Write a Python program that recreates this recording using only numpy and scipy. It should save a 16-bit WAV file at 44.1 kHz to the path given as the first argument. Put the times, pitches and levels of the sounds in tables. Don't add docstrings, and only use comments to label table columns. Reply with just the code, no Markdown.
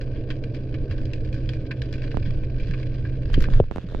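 import sys
import numpy as np
from scipy import signal
from scipy.fft import rfft, irfft, next_fast_len
from scipy.io import wavfile
from scipy.ndimage import uniform_filter1d, minimum_filter1d, map_coordinates

SR = 44100
rng = np.random.default_rng(int(sys.argv[2]) if len(sys.argv) > 2 else 0)


def store_wav(level_fs):
    pcm = np.round(np.clip(np.atleast_2d(level_fs), -1, 1) * 32767)
    wavfile.write(sys.argv[1], SR, pcm.T.astype(np.int16))


N = 176400

# time_s, level_db
FLOW_LEVELS = [(0, -31.5), (.7, -39), (.82, -33), (1.0, -32), (1.9, -35), (2.25, -25), (2.38, -22.5),
               (2.46, -26), (2.53, -29.5), (2.7, -27.5), (3.2, -33), (3.32, -18), (3.42, -17.5),
               (3.46, -30), (3.52, -20.5), (3.565, -18), (3.6, -30), (3.69, -36), (3.85, -39.5), (4, -24)]
# frequency_hz, level_db
FLOW_SPECTRUM = [(8, -1), (18, 9), (36, 1), (50, -1), (70, -15.5), (110, -21), (220, -40.5), (500, -89)]
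# time_s, level_db
RUMBLE_LEVELS = [(0, -33), (2.1, -29.5), (2.6, -33), (3.2, -30.5), (3.35, -30.5), (3.58, -24), (3.66, -40),
                 (4, -38.5)]
# frequency_hz, level_db
RUMBLE_SPECTRUM = [(25, -30), (50, -13.5), (66, 2), (80, -7.5), (108, 1.5), (135, -11), (160, -14.5),
                   (220, -20), (500, -84)]
# time_s, level_db
WASH_LEVELS = [(0, -37.5), (2.2, -39), (2.6, -40), (3.25, -40), (3.45, -37.5), (3.6, -37.5), (3.66, -53),
               (3.85, -45), (4, -39.5)]
# frequency_hz, level_db
WASH_SPECTRUM = [(60, 7.5), (130, -6.5), (200, -2.5), (290, 6.5), (360, -0.5), (470, 2), (620, -5),
                 (800, -24.5), (1200, -29.5), (3000, -76)]
# time_s, level_db
HUM_LEVELS = [(0, -32.5), (2.2, -30.5), (3.3, -30.5), (3.58, -33.5), (3.66, -44.5), (4, -36)]
# time_s, level_db
WHINE_LEVELS = [(0, -49), (1.0, -42), (2.1, -44.5), (2.6, -48.5), (3.5, -46), (3.7, -60.5)]
# time_s, level_db
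CRACKLE_LEVELS = [(0, -59), (1.8, -57), (2.05, -53), (2.45, -56.5), (2.7, -52.5), (3.15, -56), (3.4, -58),
                  (3.58, -56.5), (3.65, -65), (4, -60)]
# frequency_hz, level_db
HOUSING_SPECTRUM = [(1300, -51), (1470, -10), (1510, -2.5), (1580, 0.5), (1630, -11.5), (1800, -51.5)]
# start_s, level_db, brightness_db_per_octave, decay_s, housing_ring_hz
NEAR_SNAPS = [(.01, -37, 2, 0.065, 1470), (.157, -42, -6, 0.069, 3250), (0.2828, -48, -8, 0.064, 1570),
              (.302, -29.5, -1.5, 0.078, 3200), (0.4375, -30, 1, 0.022, 2420),
              (0.5451, -38.5, 1.5, 0.078, 2380), (0.7403, -33.5, -4, 0.067, 2350),
              (.822, -52, 0, 0.014, 2380), (0.889, -62, -8, 0.022, 1590), (0.9084, -33.5, -1, 0.11, 1530),
              (0.979, -30, -4.5, 0.025, 1560), (1.054, -36.5, 7.5, 0.019, 3280),
              (1.1337, -22.5, 3.5, 0.013, 2550), (1.247, -41, 2, 0.048, 1570),
              (1.3265, -39, 4.5, .05, 2380), (1.341, -39.5, 3, 0.09, 1560), (1.369, -49, 7.5, 0.037, 2380),
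              (1.4899, -20, 0, 0.014, 3360), (1.5339, -22, 2, 0.007, 2380), (1.7082, -26, -6, 0.055, 1570),
              (1.713, -26, -3.5, 0.036, 2500), (1.8178, -24, 1, 0.018, 3900), (1.926, -29, 6, 0.02, 1620),
              (1.937, -33, 0.5, 0.055, 2380), (2.0185, -31.5, -2, 0.029, 2380),
              (2.038, -33.5, -2, 0.043, 1510), (2.1148, -29, -3, 0.021, 1590),
              (2.2569, -40, -1.5, 0.14, 3350), (2.4341, -35.5, -7, 0.024, 2400),
              (2.597, -40.5, 0.5, 0.13, 2380), (2.7092, -28, 0.5, 0.016, 1580),
              (2.7354, -32.5, -4.5, 0.07, 2450), (2.828, -36.5, -1.5, 0.037, 2350),
              (3.05, -35.5, -6, 0.065, 1696), (3.136, -45, -5, 0.046, 1570), (3.255, -35.5, 0, 0.022, 4850),
              (3.34, -20, -1, 0.033, 3100), (3.386, -39, 1.5, 0.038, 2900),
              (3.4391, -16, -2.5, 0.015, 1560), (3.453, -26.5, -7, 0.022, 1560),
              (3.5343, -23, -7, 0.018, 4900)]
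# frequency_hz, level_db
SNAP_SPECTRUM = [(300, -43.5), (800, -26), (1080, -2), (1290, -10.5), (1420, -19), (1510, 5), (1580, 4),
                 (1680, 2.5), (1760, 2), (2020, -5.5), (2380, 3), (2800, -2), (3100, -4), (3380, -2),
                 (3650, -10.5), (4020, -4), (4300, -8.5), (4850, -4.5), (5400, -14.5), (6400, -22.5),
                 (7500, -25.5), (9200, -42), (10500, -42.5), (12500, -41.5), (15000, -58)]
# frequency_hz, left_minus_right_db
SNAP_SIDES = [(700, -9), (1400, 4.5), (2000, -2), (2900, 5.5), (4100, -6), (5800, -3.5), (8000, -0.5),
              (12000, 13.5)]
# frequency_hz, likeness (1 or more is identical)
LIKENESS = [(1000, 1.27), (1700, 1.3), (2500, 0.55), (4000, 0), (8000, 0.3)]
# start_s, level_db, pitch_hz
GEAR_BUMPS = [(0.911, -19.5, 90), (2.273, -27.5, 181), (2.691, -23.5, 161.7), (3.613, -17, 70),
              (3.84, -27, 170)]
# start_s, level_db, left_minus_right_db, rise_s
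HOUSING_TAPS = [(2.1443, -16.5, -36, 0.00028), (2.1711, -11, -38.5, 0.000055),
                (3.301, -27, -13.5, 0.000075), (3.4865, -15.5, -36, 0.00021), (3.64, -28.5, 11.5, 0.000068),
                (3.7122, -15.5, -35, 0.000045), (3.7212, -24.5, -24, 0.000068), (3.7607, -19, 2, 0.000014),
                (3.772, -24.5, -4, 0.000012), (3.7831, -15.5, -41, 0.000067), (3.852, -47.5, -1, 0.000036),
                (3.911, -32, -13, 0.00011), (3.922, -25.5, -13, 0.00035), (3.948, -14, -36, 0.00011)]
# start_s, level_db, starting_pitch_hz, octave_fall_s, decay_s, thud_db, rise_s
DULL_KNOCKS = [(3.376, -13, 493.5, .011, 0.096, 3.5, .0022), (3.6001, 4.5, 565, 0.012, .019, -9.5, 0.00088)]
# frequency_hz, level_db
CRACK_SPECTRUM = [(800, -12), (1400, 4.5), (3400, -1), (4500, -18), (8000, -28), (12000, -36), (15000, -55)]
# start_s, length_s, slips_per_s, rasp_db, ring_hz, ring_db
GEAR_CREAKS = [(3.501, .095, 120, -41.5, 2300, -52), (3.724, 0.12, 150, -48, 2710, -41.5),
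               (3.887, 0.14, 94, -47.5, 3714, -38.5)]
# frequency_hz, level_db
RASP_SPECTRUM = [(500, -8.5), (1200, 0), (1640, 8.5), (2100, -9), (2700, -4), (3600, 0.5), (5000, -12),
                 (6200, -14), (7500, -20), (9000, -31), (11000, -27), (13000, -28.5), (15000, -46.5)]
# start_s, length_s, level_db
SHELL_SCRAPES = [(3.324, 0.03, -45), (3.401, 0.012, -40.5), (3.409, .045, -43.5)]
# frequency_hz, level_db
SCRAPE_SPECTRUM = [(700, -5.5), (1600, 11.5), (5000, 0.5), (7000, -7), (9000, -21), (12000, -17),
                   (13500, -30), (16000, -26)]
# frequency_hz, level_db
SCRATCH_SPECTRUM = [(3000, -10.5), (7000, -14.5), (9000, -18), (11500, 0), (13000, -2), (15000, -4.5),
                    (16000, -21.5)]
# frequency_hz, lead_rad
MICROPHONE_LEAD = [(60, 0.26), (150, -.04), (450, 0.16), (780, .4), (1800, 0.71), (2600, 0), (6000, -0.22),
                   (12000, 0)]

LOW_PAN_DB = -1.8
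HALF_EACH_SIDE = np.array([[.5], [-.5]])


def amp(db):
    return 10 ** (np.asarray(db) / 20)


def unit(x):
    return x / np.sqrt(np.mean(x ** 2) + 1e-20)


def along(points, hz):
    frequencies, values = np.transpose(points)
    return np.interp(np.log(hz + 1), np.log(frequencies + 1), values)


def level(rows):
    return amp(np.interp(np.arange(N) / SR, *np.transpose(rows)))


def wobble(per_s):
    return map_coordinates(rng.standard_normal(400), [np.arange(N) * per_s / SR], mode="wrap")


def filtered(x, response):
    padded = next_fast_len(x.shape[-1] + 4096)
    hz = np.fft.rfftfreq(padded, 1 / SR)
    return irfft(rfft(x, padded) * response(hz), padded)[..., :x.shape[-1]]


def pan(db):
    return amp(np.minimum([[db], [-db]], 0))


def fade(t, decay_s):
    return np.exp(-np.log(1000) * t / decay_s)


def rise(t, rise_s, power=1):
    return 1 - np.exp(-(t / rise_s) ** power)


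def falling(t, hz, fall_s):
    return np.sin(2 * np.pi * hz * fall_s * np.log1p(t / fall_s))


def add(out, start_s, sound):
    i = max(0, round(start_s * SR))
    out[:, i:i + sound.shape[-1]] += sound[..., :max(0, N - i)]


def noise(spectrum, size=N, likeness=LIKENESS):
    def response(hz):
        width = np.arccos(np.clip(along(likeness, hz), -1, 1)) / 2
        return amp(along(spectrum, hz)) * [np.cos(width), np.sin(width)]
    mid, side = filtered(rng.standard_normal((2, size)), response)
    return unit(np.array([mid + side, mid - side]))


def patchy(x, depth_db):
    bands = signal.stft(x, nperseg=512)[2]
    patches = uniform_filter1d(rng.standard_normal(bands.shape[1:]), size=6, axis=0)
    patches = uniform_filter1d(patches, size=5, axis=1)
    return signal.istft(bands * amp(depth_db * unit(patches)), nperseg=512)[1][:, :N]


def distant(x, cutoff_hz=8000):
    return filtered(x, lambda hz: 1 / np.sqrt(1 + (hz / cutoff_hz) ** 10))


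def water():
    flow = level(FLOW_LEVELS) * noise(FLOW_SPECTRUM, likeness=[(50, 1)]) * amp(4)
    rumble = level(RUMBLE_LEVELS) * noise(RUMBLE_SPECTRUM, likeness=[(80, 1)]) * amp(.9 * wobble(5.94))
    wash = level(WASH_LEVELS) * noise(WASH_SPECTRUM, likeness=[(300, .96)]) * amp(2.5 + .5 * wobble(20))
    return (flow + rumble + wash) * pan(LOW_PAN_DB)


def engine(hum_hz=127.05, whine_hz=315.2, drift=.007, waver_db=1):
    clock = np.cumsum(1 + drift * wobble(7)) / SR
    tone = lambda rows, hz: level(rows) * amp(waver_db * wobble(13)) * np.sin(2 * np.pi * hz * clock)
    return np.sqrt(2) * (tone(HUM_LEVELS, hum_hz) + tone(WHINE_LEVELS, whine_hz)) * pan(LOW_PAN_DB)


def small_shrimp(ticks_per_s=45):
    t = np.arange(SR // 30) / SR
    sizes = rng.uniform(.3, 1, N) * (rng.random(N) < ticks_per_s / SR)
    shape = signal.fftconvolve(sizes, fade(t, .012) * rise(t, .0004))[:N]
    ticks = unit(distant(shape * noise(SNAP_SPECTRUM)))
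    return level(CRACKLE_LEVELS) * amp(-6) * ticks


def housing_ring():
    return level(CRACKLE_LEVELS) * amp(-9) * noise(HOUSING_SPECTRUM)


def far_shrimp(snaps_per_s=130, spread_db=3.5, fizz=.26):
    t = np.arange(SR // 5) / SR
    sizes = amp(spread_db * np.minimum(rng.exponential(size=N), 3.3))
    sizes *= rng.random(N) < snaps_per_s / SR
    shape = rise(t, .0013, power=2) * fade(t, .047)
    energy = np.abs(signal.fftconvolve(sizes ** 2, shape ** 2)[:N])
    hiss = distant(patchy(noise(SNAP_SPECTRUM), depth_db=1.5))
    return level(CRACKLE_LEVELS) * unit(np.sqrt(energy + fizz * energy.mean()) * hiss)


def through_housing(snap, bright_db, ring_hz, second_ring_hz=1730, width_hz=140):
    tilt = lambda hz: amp(bright_db * np.log2(np.clip(hz, 500, 6000) / 2200))
    peak = lambda hz, centre_hz, db: amp(db) / (1 + ((hz - centre_hz) / width_hz) ** 2)
    rings = lambda hz: 2 + peak(hz, ring_hz, db=8) + peak(hz, second_ring_hz, db=-7)
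    return unit(filtered(snap, lambda hz: tilt(hz) * rings(hz)))


def near_shrimp():
    out, t = np.zeros((2, N)), np.arange(SR // 5) / SR
    echo = amp(-22) * fade(t, .19)
    for start_s, db, bright_db, decay_s, ring_hz in NEAR_SNAPS:
        shape = rise(t, .0013, power=2) * (fade(t, decay_s) + echo)
        snap = through_housing(noise(SNAP_SPECTRUM, len(t)), bright_db, ring_hz)
        add(out, start_s, amp(db - 2.5) * shape * snap)
    return out


def gear_bumps():
    out, t = np.zeros((2, N)), np.arange(SR // 5) / SR
    shape = rise(t, .0028, power=2) * fade(t, .085)
    for start_s, db, hz in GEAR_BUMPS:
        add(out, start_s, 2 * amp(db) * np.sin(2 * np.pi * hz * t) * shape * pan(LOW_PAN_DB))
    return out


def housing_taps():
    out, t = np.zeros((2, N)), np.arange(SR // 10) / SR
    bump = falling(t, hz=1450, fall_s=.00035) * fade(t, .063)
    tick = amp(-10) * fade(t, .002) * (1 - fade(t, .001))
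    for start_s, db, side_db, rise_s in HOUSING_TAPS:
        add(out, start_s, -amp(db) * (bump * rise(t, rise_s) + tick) * pan(side_db))
    return out


def knocks(muffle_hz=1000, left_lead_s=.000067):
    out, t = np.zeros((2, N)), np.arange(SR // 5) / SR
    muffle = signal.butter(2, muffle_hz, fs=SR, output="sos")
    for start_s, db, hz, fall_s, decay_s, thud_db, rise_s in DULL_KNOCKS:
        ring = falling(t, hz, fall_s) * fade(t, decay_s) * rise(t, rise_s, power=2)
        thud = amp(thud_db) * falling(t, hz=153.3, fall_s=.026) * fade(t, .077) * rise(t, .00094)
        crack = amp(-29.5) * fade(t, .012) * rise(t, .00044) * noise(CRACK_SPECTRUM, len(t))
        add(out, start_s, amp(db) * (crack - signal.sosfilt(muffle, ring + thud)) * pan(1))
    return filtered(out, lambda hz: np.exp(2j * np.pi * hz * left_lead_s * HALF_EACH_SIDE))


def gear_creaks(unevenness=.31, sharpness=2.8, pitch_wander=.07):
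    out = np.zeros((2, N))
    for start_s, length_s, slips_per_s, rasp_db, ring_hz, ring_db in GEAR_CREAKS:
        size = int(length_s * SR)
        rate = slips_per_s * (1 + unevenness * wobble(27)[:size])
        cycle = np.cumsum(rate) / SR % 1
        age = cycle / slips_per_s
        rasp = np.exp(-sharpness * cycle) * rise(age, .0002) * noise(RASP_SPECTRUM, size)
        pitch_hz = ring_hz * (1 + pitch_wander * wobble(900)[:size])
        tone = np.sin(2 * np.pi * np.cumsum(pitch_hz) / SR)
        ring = tone * fade(age, .011) * rise(age, .0018, power=2)
        add(out, start_s, amp(rasp_db) * rasp + amp(ring_db) * ring)
    return out


def lobster(grain_db=2.5, scratch_at_s=3.4245):
    out, t = np.zeros((2, N)), np.arange(SR // 20) / SR
    for start_s, length_s, db in SHELL_SCRAPES:
        size = int(length_s * SR)
        stroke = np.sin(np.linspace(0, np.pi, size)) * amp(grain_db * wobble(270)[:size])
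        add(out, start_s, amp(db) * stroke * noise(SCRAPE_SPECTRUM, size))
    scratch = fade(t, .009) * rise(t, .0006) * noise(SCRATCH_SPECTRUM, len(t))
    add(out, scratch_at_s, amp(-36) * scratch)
    return out


def scene():
    background = water() + engine()
    snaps = filtered(far_shrimp() + near_shrimp(), lambda hz: amp(along(SNAP_SIDES, hz) * HALF_EACH_SIDE))
    shrimp = snaps + small_shrimp() + housing_ring()
    return background + shrimp + gear_bumps() + housing_taps() + knocks() + gear_creaks() + lobster()


def record(dry, ceiling=.92, smooth_s=.006, top_hz=15500):
    size = int(smooth_s * SR)
    needed_gain = ceiling / np.maximum(np.abs(dry).max(axis=0), ceiling)
    smooth_gain = uniform_filter1d(minimum_filter1d(needed_gain, size=2 * size), size=size)
    shift = lambda hz: np.exp(1j * along(MICROPHONE_LEAD, hz) * HALF_EACH_SIDE)
    return filtered(dry * smooth_gain, lambda hz: (hz < top_hz) * shift(hz))


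dry = scene()
out = record(dry)
store_wav(out)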